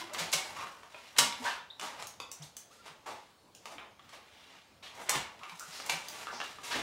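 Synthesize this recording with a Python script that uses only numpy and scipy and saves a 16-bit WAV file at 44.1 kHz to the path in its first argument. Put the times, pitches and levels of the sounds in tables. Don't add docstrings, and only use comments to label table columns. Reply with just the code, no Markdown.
import sys
import numpy as np
from scipy import signal
from scipy.fft import rfft, irfft
from scipy.io import wavfile
from scipy.ndimage import uniform_filter1d

SR = 44100
rng = np.random.default_rng(int(sys.argv[2]) if len(sys.argv) > 2 else 0)


def field_ratio(decibels):
    return 10 ** (np.asarray(decibels, dtype=float) / 20)


def unload_audio(sound):
    columns = np.transpose(np.atleast_2d(sound))
    steps = np.round(np.clip(columns, -1, 1) * 32767)
    wavfile.write(sys.argv[1], SR, steps.astype(np.int16))


N = 300762

# (pitch [Hz], width [Hz], level [dB])
FRAME_MODES = [(950, 60, 0), (1190, 70, -4), (1550, 60, -5), (2200, 60, -3), (2490, 50, -4), (2800, 40, -3),
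               (2985, 50, -3), (3250, 70, -3), (3590, 40, -5), (3950, 40, 0), (4180, 50, 0), (4890, 50, -5),
               (5380, 30, -2), (5720, 40, -4), (5860, 40, -3), (6200, 50, -5), (6440, 50, -4),
               (6910, 50, -5), (7260, 50, -5), (7430, 40, -5), (8260, 60, -6), (9180, 40, -7),
               (10900, 70, -11), (13930, 70, -17)]
# (pitch [Hz], width [Hz], level [dB])
RIM_MODES = [(1047, 51, 0), (1213, 51, 28), (1322, 22, 9.5), (1576, 41, 1), (1692, 4.9, -20),
             (1971, 46, -28.5), (2490, 190, 20), (3140, 47, -35.5), (3430, 97, -32.5), (4300, 22, -11.5),
             (5000, 120, -12.5), (6600, 45, -9), (8370, 71, -12.5)]
STEEL_MS = 2.3


def evened(x):
    return x / np.sqrt(np.mean(x ** 2) + 1e-20)


def read(points, hz):
    f, value = np.transpose(points)
    return np.interp(np.log(hz + 1), np.log(f + 1), value)


def add(mix, s, sound):
    part = mix[round(s * SR):][:len(sound)]
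    part += sound[:len(part)]


def lasting(rows, value):
    return [(*row, value) for row in rows]


def colour(hz, bass_db, low_db, mid_db, high_db):
    points = [(60, bass_db + 2), (200, bass_db + 7), (900, low_db - 0.5), (3300, mid_db),
              (7400, high_db - 0.5), (10300, high_db - 7), (12200, high_db - 11.0), (15000, high_db - 16)]
    corners, levels_db = zip(*points)
    levels_db = np.array(levels_db)
    at = np.interp(np.log(hz + 1), np.log(corners), np.arange(len(corners)))
    below = np.minimum(at.astype(int), len(corners) - 2)
    from_below = levels_db[below].T * (below + 1 - at)
    from_above = levels_db[below + 1].T * (at - below)
    return (from_below + from_above).T


def ring(modes, luck, damping, tilt_db=0):
    hz, width, db = np.transpose(modes)
    t, k = np.arange(5000)[:, None] / SR, len(modes)
    strength = field_ratio(db + tilt_db + 1.5 * luck[:k]) * np.sqrt(width)
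    twin_hz = hz + .9 * width * luck[-k:]
    pair = np.sin(2 * np.pi * hz * t) + .7 * np.sin(2 * np.pi * twin_hz * t)
    dying = np.exp(-np.pi * damping * width * t)
    y = (strength * dying * pair).sum(1)
    return y / np.linalg.norm(y)


def blows(rows, modes, ring_db, rise, damping, tinted, rattle_db, order=1):
    rattle_lasts = 4.2
    out, t, hz = np.zeros(N), np.arange(7000) / SR, np.fft.rfftfreq(7000, 1 / SR)
    mode_hz = np.transpose(modes)[0]
    for (s, db, body_db, edge_db, ms), luck in zip(rows, rng.standard_normal((len(rows), 7060))):
        noise, strike_luck = luck[:len(t)], luck[len(t):]
        contacts = t * 1000 / ms
        force = np.exp(-contacts ** order) * (1 - np.exp(-contacts / rise)) ** 2
        rattle = field_ratio(rattle_db) * force.max() * np.exp(-contacts / rattle_lasts) * np.minimum(contacts, 1)
        tint = [body_db - 16.5, body_db, 0, edge_db]
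        chatter = (force + rattle) * evened(irfft(rfft(noise) * field_ratio(colour(hz, *tint))))
        part = ring(modes, strike_luck, damping, tinted * colour(mode_hz, *tint))
        if ms > 3.4:
            jolts = force * noise
        else:
            jolts = np.linalg.norm(force) * (force == force.max())
        y = field_ratio(ring_db) * signal.fftconvolve(jolts, part)
        y[:len(t)] += chatter
        add(out, s, field_ratio(db) * y / abs(y).max())
    return signal.sosfilt(signal.butter(2, 330, "highpass", fs=SR, output="sos"), out)


def air():
    # (pitch [Hz], level [dB per Hz])
    hum = [(15, -26.5), (25, -11.5), (70, 6.5), (141, -4.5), (185, 1.5), (344, -2.5), (560, -0.5),
           (1100, -4.5), (1480, -10.5), (3080, -13), (4030, -11.5), (14800, -27), (16000, -18)]
    frames, hz = N // 256 + 5, np.fft.rfftfreq(1024, 1 / SR)
    a, b, patches = rng.standard_normal((frames, 513, 3)).T
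    patches = uniform_filter1d(uniform_filter1d(patches, 10, axis=0), 14, axis=1)
    z = (a + 1j * b) * field_ratio(read(hum, hz)[:, None] + 2.7 * evened(patches))
    return field_ratio(-63) * evened(signal.istft(z, nperseg=1024, noverlap=768)[1][:N])


def rubbing():
    # (hardest moment [s], easing time [s],
    # level [dB], body [dB], edge [dB])
    strokes = [(0., 0.039, -39.5, -1, -6.5), (.21, 0.14, -47.5, 10, -7), (.38, .05, -40.5, -4, -7),
               (.47, 0.24, -50.5, 9, -0.5), (0.606, 0.044, -40.5, 3, -8.5), (1.04, 0.18, -52.5, -1.5, -7),
               (1.227, 0.039, -53, 26.5, 0), (1.42, 0.062, -50, 10, 2), (1.57, .03, -52, -19, -27),
               (1.84, 0.039, -52.5, 9, -3), (1.98, 0.077, -51, 9.5, -6), (2.429, 0.056, -60.5, 10.5, -20),
               (2.75, 0.062, -64, -1, 2), (2.87, 0.059, -54.5, 1, -9), (3.17, 0.12, -57.5, -13, -9),
               (3.72, 0.068, -56, 10, 0), (4.102, 0.07, -59, 3, -8), (4.42, 0.23, -54, -6, -12.5),
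               (4.549, 0.071, -52.5, -0.5, -12.5),
               (5.01, 0.062, -51.5, 12, -1.5), (5.153, 0.05, -32, 3.5, -15), (5.32, 0.33, -62.5, 8.5, -13),
             (5.63, 0.064, -62, -11.5, 7.5), (5.93, .04, -41.5, 4, 0), (6.445, 0.039, -42, -3, -11),
             (6.35, .04, -52.5, -2, -20), (5.16, 0.042, -45.5, -15, 7), (5.76, 0.2, -49, -2, 0.5),
             (5.882, 0.14, -47.5, 6, -9), (6.04, 0.29, -51.5, -16, -2), (6.188, 0.12, -45, 4.5, -3),
             (6.35, 0.11, -62, 20.5, -25), (6.5, 0.084, -49.5, -0.5, -4.5), (6.68, 0.061, -52, -3, 2),
             (6.77, 0.073, -38.5, 4.5, -7.5)]
    ease_db, rumble_db = 10, -16
    slip_sizes = field_ratio(1.0 * np.minimum(rng.exponential(1, N), 4))
    slips_per_s = 5000
    slips = slip_sizes * rng.choice([-1., 1.], N) * (rng.random(N) < slips_per_s / SR)
    judder = evened(uniform_filter1d(rng.standard_normal(N), 500))
    rung = signal.oaconvolve(slips, ring(FRAME_MODES, rng.standard_normal(60), damping=1.5))[:N]
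    grit = (evened(slips) + field_ratio(-14) * evened(rung)) * field_ratio(2.2 * judder)
    hz, t, z = signal.stft(grit, SR, nperseg=512, noverlap=384)
    s, ease, db, body_db, edge_db = np.transpose(strokes)[:, :, None]
    pressure_db = db - ease_db * abs((t - s) / ease) ** 1.2

    def together(band_db):
        return 10 * np.log10((field_ratio(pressure_db + band_db) ** 2).sum(0) + 1e-12)

    low_db, mid_db, high_db = together(body_db), together(0), together(edge_db)
    z = z * field_ratio(colour(hz, low_db + rumble_db, low_db, mid_db, high_db))
    return signal.istft(z, SR, nperseg=512, noverlap=384)[1][:N]


def squeaks():
    # (time [s], peak [dB], start pitch [Hz], end pitch [Hz], length [s])
    clean = [(0., -47.5, 331, 356, 0.12), (.011, -40, 980, 1060, 0.034), (.09, -49, 1146, 1310, 0.035),
             (.108, -45, 546, 680, 0.041), (.945, -44.5, 2480, 2440, 0.0095),
             (2.418, -50, 2340, 5350, 0.031), (2.419, -46.5, 4670, 7200, 0.0105),
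             (2.784, -54.5, 1367, 1370, 0.039), (3.99, -54, 1140, 1150, 0.013),
             (2.7, -58.5, 996, 1700, 0.05), (6.275, -44, 1200, 1170, .03), (6.285, -45, 1670, 1720, 0.027)]
    # (time [s], peak [dB], start pitch [Hz], end pitch [Hz], length [s])
    groans = [(.545, -36.5, 997, 1225, 0.13), (1.411, -31, 864, 1048, .1),
              (1.445, -26.5, 1444, 1850, 0.052), (1.5, -43, 1546, 1300, 0.093),
              (3.412, -60, 920, 1000, 0.096), (3.1, -42, 800, 737, .06), (6.268, -38.5, 1300, 1500, .05),
              (5.4, -42, 1000, 1300, 0.077), (5.096, -33, 1150, 1200, .07), (5.6, -38.5, 1300, 1400, 0.047),
              (5.505, -44, 950, 950, 0.045), (6.705, -31.5, 1595, 1842, 0.06),
              (6.74, -38.5, 429, 299, 0.073), (1.5, -35, 3000, 2800, 0.015), (1.7, -39, 3500, 4000, 0.0175)]
    # (time [s], peak [dB], start pitch [Hz], end pitch [Hz], length [s])
    screeches = [
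        (6.3, -38.5, 5600, 4800, 0.17),
        (5.7, -41, 4800, 4500, .15),
        (6.1, -55, 9000, 12000, .12),
        (3.1, -47, 2700, 4800, 0.034),
    ]
    rows = lasting(clean, 30) + lasting(groans, 310) + lasting(screeches, 2300)
    out = np.zeros(N)
    for (s, db, start_hz, end_hz, length, width_hz), luck in zip(rows, rng.standard_normal((len(rows), 2, 9000))):
        hz = np.linspace(start_hz, end_hz, min(round(length * SR), 7000))
        hold = np.exp(-np.pi * width_hz / SR)
        wander = signal.lfilter([1], [1, -2 * hold, hold ** 2], luck[0] + 1j * luck[1])[-len(hz):]
        tone = (wander * np.exp(2j * np.pi * np.cumsum(hz) / SR)).real
        add(out, s, field_ratio(db) * signal.windows.tukey(len(hz), .5) * tone / abs(tone).max())
    return out


def iron_bounces():
    # (time [s], peak [dB], body [dB], edge [dB])
    bounces = [(6.2697, -25, -2, -18), (6.4025, -20, 2, -13), (6.4148, -20.5, -3, -19), (7.3, -23, 3, 0),
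               (5.8, -29, 6, -10), (7, -34, 8, -15), (8.2, -40, 1, -12), (0.67, -31, 2, -3),
               (0.12, -43, 5, -20), (5.921, -29, 3, -8), (5.972, -33, -3, -15), (5.124, -30, 5, -15),
               (5.133, -28, 5, -15), (6.6323, -39, -5, -5), (6.7086, -30, 0, -8)]
    # (pitch [Hz], width [Hz], level [dB])
    iron = [(970, 96, -7), (1360, 140, 7.5), (1740, 140, 3), (2200, 150, -2), (2760, 140, 3.5),
            (3230, 140, -6.5), (5000, 220, -15)]
    contact_ms = .8
    return blows(lasting(bounces, contact_ms), iron, ring_db=13, rise=.35, damping=1.0, tinted=.8, rattle_db=-12)


def frame_clanks():
    # (time [s], peak [dB], body [dB], edge [dB], contact time [ms])
    clanks = [
        (.331, -19, 2, 3, 5.5),
        (1.183, -6.5, -9, 0, 4.35),
        (5.0925, -12, -1, 9, 2.6),
        (5.894, -19, -1, -4.5, 3.6),
    ]
    # (time [s], peak [dB], body [dB], edge [dB], contact time [ms])
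    touches = [
        (0.132, -30.5, -3, 4, 6),
        (0.315, -32, -8, 6, 4.8),
        (0.325, -19.5, -11, -3, 5.7),
        (1.162, -32, -6, -14.5, 5.2),
        (1.173, -30, -4.5, 2, 4.4),
        (.178, -25, -0.5, -4.5, 15),
        (5.086, -23.5, 0, -31, 6.6),
    ]
    return blows(clanks + touches, FRAME_MODES, ring_db=-20, rise=.6, damping=2.2, tinted=.55, rattle_db=-7.5)


def rim_knocks():
    # (time [s], peak [dB], body [dB], edge [dB])
    knocks = [(.146, -24.5, -1.5, -19), (.832, -40.5, 13, -9), (1.796, -30, -7, -6.5), (2., -37, 2, -2),
              (3.656, -30, 0, -8), (3.994, -46, 4, -23), (4.092, -44, -2, -9), (5.391, -45.5, -7, -11),
              (6.329, -36.5, 30, -8), (6.438, -38, 0, 0), (6.585, -37.5, 16, -16), (6.665, -53, -6, -13)]
    # (time [s], peak [dB], body [dB], edge [dB])
    snaps = [
        (1.813, -27.5, 2, -5),
        (2.025, -26.5, 8, -5),
        (2.881, -35.5, 28, -17),
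    ]
    knock_ms, snap_ms = 2.4, 0.27
    rows = lasting(knocks, knock_ms) + lasting(snaps, snap_ms)
    return blows(rows, RIM_MODES, ring_db=-2.5, rise=0.11, damping=3.5, tinted=.9, rattle_db=-8.5)


def scuffs_and_drags():
    # (time [s], peak [dB], body [dB], edge [dB])
    scuffs = [
        (1.99, -32, 6, -8),
        (2.419, -42.5, -24, 4),
        (2.853, -36, 6, -7),
        (4.123, -37, 2.5, -9),
        (4.974, -36, 7, -24),
        (5.015, -43, 9, 15),
        (6.264, -69, 2, -11),
    ]
    # (time [s], peak [dB], body [dB], edge [dB])
    drags = [(.191, -30, -9, -8), (1.436, -25, -2, -9.5), (1.457, -29.5, -8, -14),
             (1.814, -26.5, 5.5, -6.5), (2.709, -48, -2, -5), (3.057, -29.5, 11, -6.5),
             (3.664, -42.5, 30, -6.5), (3.782, -39, 11.5, -29), (4.823, -35.5, -9.5, -14.5),
             (6.63, -29, -9, -5.5), (6.704, -22, -7, -13.5)]
    scuff_ms, drag_ms = 51.4, 79
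    rows = lasting(scuffs, scuff_ms) + lasting(drags, drag_ms)
    return field_ratio(-4.0) * blows(rows, RIM_MODES, ring_db=-10.0, rise=0.046, damping=5.9, tinted=1, rattle_db=-22, order=2)


def thumps():
    # (time [s], peak [dB], pitch [Hz], length [s])
    landings = [(.2, -46, 167, 0.096), (.34, -47, 160.4, 0.066), (1.19, -44, 144, 0.082),
                (1.398, -43, 249, 0.056), (2.396, -46.5, 150, 0.093), (5.152, -44, 146, 0.079),
                (5.166, -58, 59.3, 0.14), (1.8, -61, 173, 0.14), (2.9, -58, 159, 0.044),
                (3.748, -55, 292, 0.068), (6.327, -55, 246, 0.097), (5.52, -54.5, 168, 0.063),
                (5.68, -54.5, 167, 0.042), (5.92, -49, 165, 0.1), (6.741, -44.5, 256, 0.099)]
    out = np.zeros(N)
    for s, db, hz, length in landings:
        u = np.arange(0, 1, 1 / (length * SR))
        swell = np.sin(np.pi * u ** 0.48) ** 2
        add(out, s, field_ratio(db) * swell * np.sin(2 * np.pi * hz * length * u))
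    return out


def clangs():
    # (time [s], peak [dB], contact time [ms])
    strikes = [
        (.333, -25, 2.8),
        (1.186, -15, 3.3),
        (5.094, -24.5, 2.4),
        (5.896, -25.5, 2.8),
    ]
    # (pitch [Hz], level [dB], time to fall 60 dB [s])
    post = [(770, -6, .2), (2207, 3, 0.33), (2665, -10, .3), (2966, -9, .3), (3850, -7, 0.074),
            (4800, -5, .18), (5400, -3, .23), (5787, 4, .1), (6100, -6, .1), (7397, -8, .29),
            (8290, -14, .3), (8915, -16, .3)]
    arm = [(229, -7, 0.23), (950, 0, .45), (1148, -2, 0.34), (1710, -7, .3), (2040, -12, .2),
           (2368, -10, .2), (2790, -5, .23), (2998, -9, .3), (3230, -7, .15), (3960, 5.5, 0.22),
           (4190, 4, .18), (4760, -8, .3), (5383, -2, .35), (5790, -3, 0.25), (7430, -7, 0.5),
           (9173, -16, .3)]
    hub = [(860, -8, .4), (1080, -5, .4), (1170, -8, .5), (1810, -6, 0.46), (2020, 0, .2), (2220, -1, .4),
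           (3591, -3, .3), (4490, -4, .25), (5879, -3, .3), (6918, 1, .25), (7241, 2, .2), (8258, 1, .3),
           (8888, -8, .3), (11200, -5, .15)]
    latch = [(792, -11, .3), (978, -6, 0.34), (1910, -1, .08), (2340, 4, 0.12), (4020, -1, .15),
             (5070, -16, .19), (5840, -10, .3), (6170, -6, 0.17), (7300, -15, .3), (9000, -8, .3),
             (9098, -5, .3)]
    grip, shimmer_hz = 0.55, 20
    out, t = np.zeros(N), np.arange(16000)[:, None] / SR
    for (s, db, ms), modes, luck in zip(strikes, (post, arm, hub, latch), rng.standard_normal((len(strikes), 600))):
        hz, mode_db, t60 = np.transpose(modes)
        beat = np.cos(2 * np.pi * shimmer_hz * luck[-len(hz):] * t) + .4
        part = (field_ratio(mode_db - 60 * t / (grip * t60)) * beat * np.sin(2 * np.pi * hz * t)).sum(1)
        jolts = np.sign(luck) * np.exp(-np.arange(len(luck)) * 1000 / SR / ms * 10)
        y = signal.fftconvolve(jolts, part)
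        y = y * np.minimum(np.arange(len(y)) * 1000 / SR / ms, 1)
        add(out, s, field_ratio(db) * y / abs(y).max())
    return out


def lever_hits():
    # (time [s], peak [dB], body [dB], edge [dB])
    hits = [
        (.944, -37.5, 10, -40),
        (1.324, -26, -30, -15),
        (3.782, -33, -5, -40),
        (5.433, -32.5, 1, -16),
        (5.454, -63, -18, 4),
        (5.495, -32, -10, -13),
    ]
    # (pitch [Hz], width [Hz], level [dB])
    lever = [(950, 60, -23), (1326, 79, 18), (1960, 80, -5), (2280, 60, -5.5), (2330, 26, 16.5),
             (2790, 70, 1.5), (3200, 96, 1.5), (3820, 95, -0.5), (5330, 80, -6), (6760, 99, -1)]
    return blows(lasting(hits, STEEL_MS), lever, ring_db=0.0, rise=0.1375, damping=7.6, tinted=.9, rattle_db=-7.5)


def pin_ticks():
    # (time [s], peak [dB], body [dB], edge [dB])
    ticks = [
        (1.1278, -50, -13, 9),
        (2.0694, -27.5, -17, 9),
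        (2.315, -25, -12, 8),
        (2.5668, -28.5, -28, 7),
        (3.549, -35.5, -13, -1),
        (4.058, -69, -19, 6),
        (4.9511, -44, -12, 9),
        (5.5952, -27.5, -20, 11),
        (5.862, -26, -19, 22),
        (6.084, -25.5, -42, -2),
    ]
    # (pitch [Hz], width [Hz], level [dB])
    pin = [(3050, 40, -16), (4400, 120, -15), (5220, 60, -5), (5600, 60, -5), (6090, 80, -1), (6420, 40, 0),
           (6900, 90, -4), (7350, 120, -4), (8000, 100, -7), (8640, 50, -2), (9300, 90, -6),
           (10300, 120, -12), (11400, 80, -11), (12600, 60, -8), (13600, 90, -9), (14500, 50, -4),
           (15450, 60, -4)]
    return blows(lasting(ticks, STEEL_MS), pin, ring_db=1.5, rise=.2, damping=1.7, tinted=.3, rattle_db=-9)


def bar_hit():
    # (time [s], peak [dB], body [dB], edge [dB])
    hits = [
        (2.2, -24, 4, -7),
    ]
    # (pitch [Hz], width [Hz], level [dB])
    bar = [(535, 30, -9), (1100, 60, 0), (1340, 40, -10), (2610, 50, -4), (3330, 50, -11), (3560, 40, -5),
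           (3700, 40, -6), (4650, 80, -11), (4800, 80, -12), (5040, 50, -15), (5900, 90, -14),
           (6600, 80, -11), (7000, 80, -11), (7800, 70, -15), (11000, 90, -16)]
    return blows(lasting(hits, STEEL_MS), bar, ring_db=12, rise=.3, damping=1.2, tinted=0, rattle_db=-9)


def garage(x, tail_db):
    # (pitch [Hz], time to fall 60 dB [s])
    tail_times = [(120, 0.7), (400, 0.31), (1000, 0.48), (2500, 0.43), (6000, 0.35), (12000, 0.24)]
    # (delay [ms], level [dB])
    echoes = [
        (3.1, -33.5),
        (6.5, -20.5),
        (9.4, -28.5),
        (14, -32),
        (19, -22),
    ]
    out = x.copy()
    for ms, db in echoes:
        add(out, ms / 1000, field_ratio(db) * x)
    hz, t, z = signal.stft(rng.standard_normal((3, SR // 2)), SR, nperseg=256)
    tails = signal.istft(z * field_ratio(-60 * t / read(tail_times, hz)[:, None]), SR, nperseg=256)[1]
    tails = tails * (1 - np.exp(-np.arange(tails.shape[1]) / (0.0028 * SR)))
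    tails = tails / np.linalg.norm(tails, axis=1)[:, None]
    turn = 2 * np.pi * (np.arange(N) * 2.3 / SR + np.arange(3)[:, None] / 3)
    feeds = np.sqrt(2 / 3) * np.cos(turn) * x
    wet = signal.fftconvolve(feeds, tails, axes=1)[:, :N].sum(0)
    return out + field_ratio(tail_db) * wet


def scene():
    soft = field_ratio(1.5) * rubbing() + squeaks() + scuffs_and_drags()
    clanks = iron_bounces() + frame_clanks() + clangs()
    hits = rim_knocks() + lever_hits() + pin_ticks() + bar_hit()
    room = garage(hits, tail_db=0.9) + garage(soft, tail_db=-3.5) + garage(clanks, tail_db=-1.3)
    return (room + thumps() + air())[None]


def band_limit(x):
    return signal.sosfilt(signal.butter(12, 16820, fs=SR, output="sos"), x)


def record(dry):
    edge_hz = 15780
    thin = signal.sosfilt(signal.butter(3, 56, "highpass", fs=SR, output="sos"), dry)
    steep = signal.firwin(255, edge_hz, window=("kaiser", 7), fs=SR)
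    cut = signal.oaconvolve(thin, steep[None], "same")
    mix = cut + field_ratio(-38) * (thin - cut)
    return band_limit(mix)


dry = scene()
out = record(dry)
unload_audio(out)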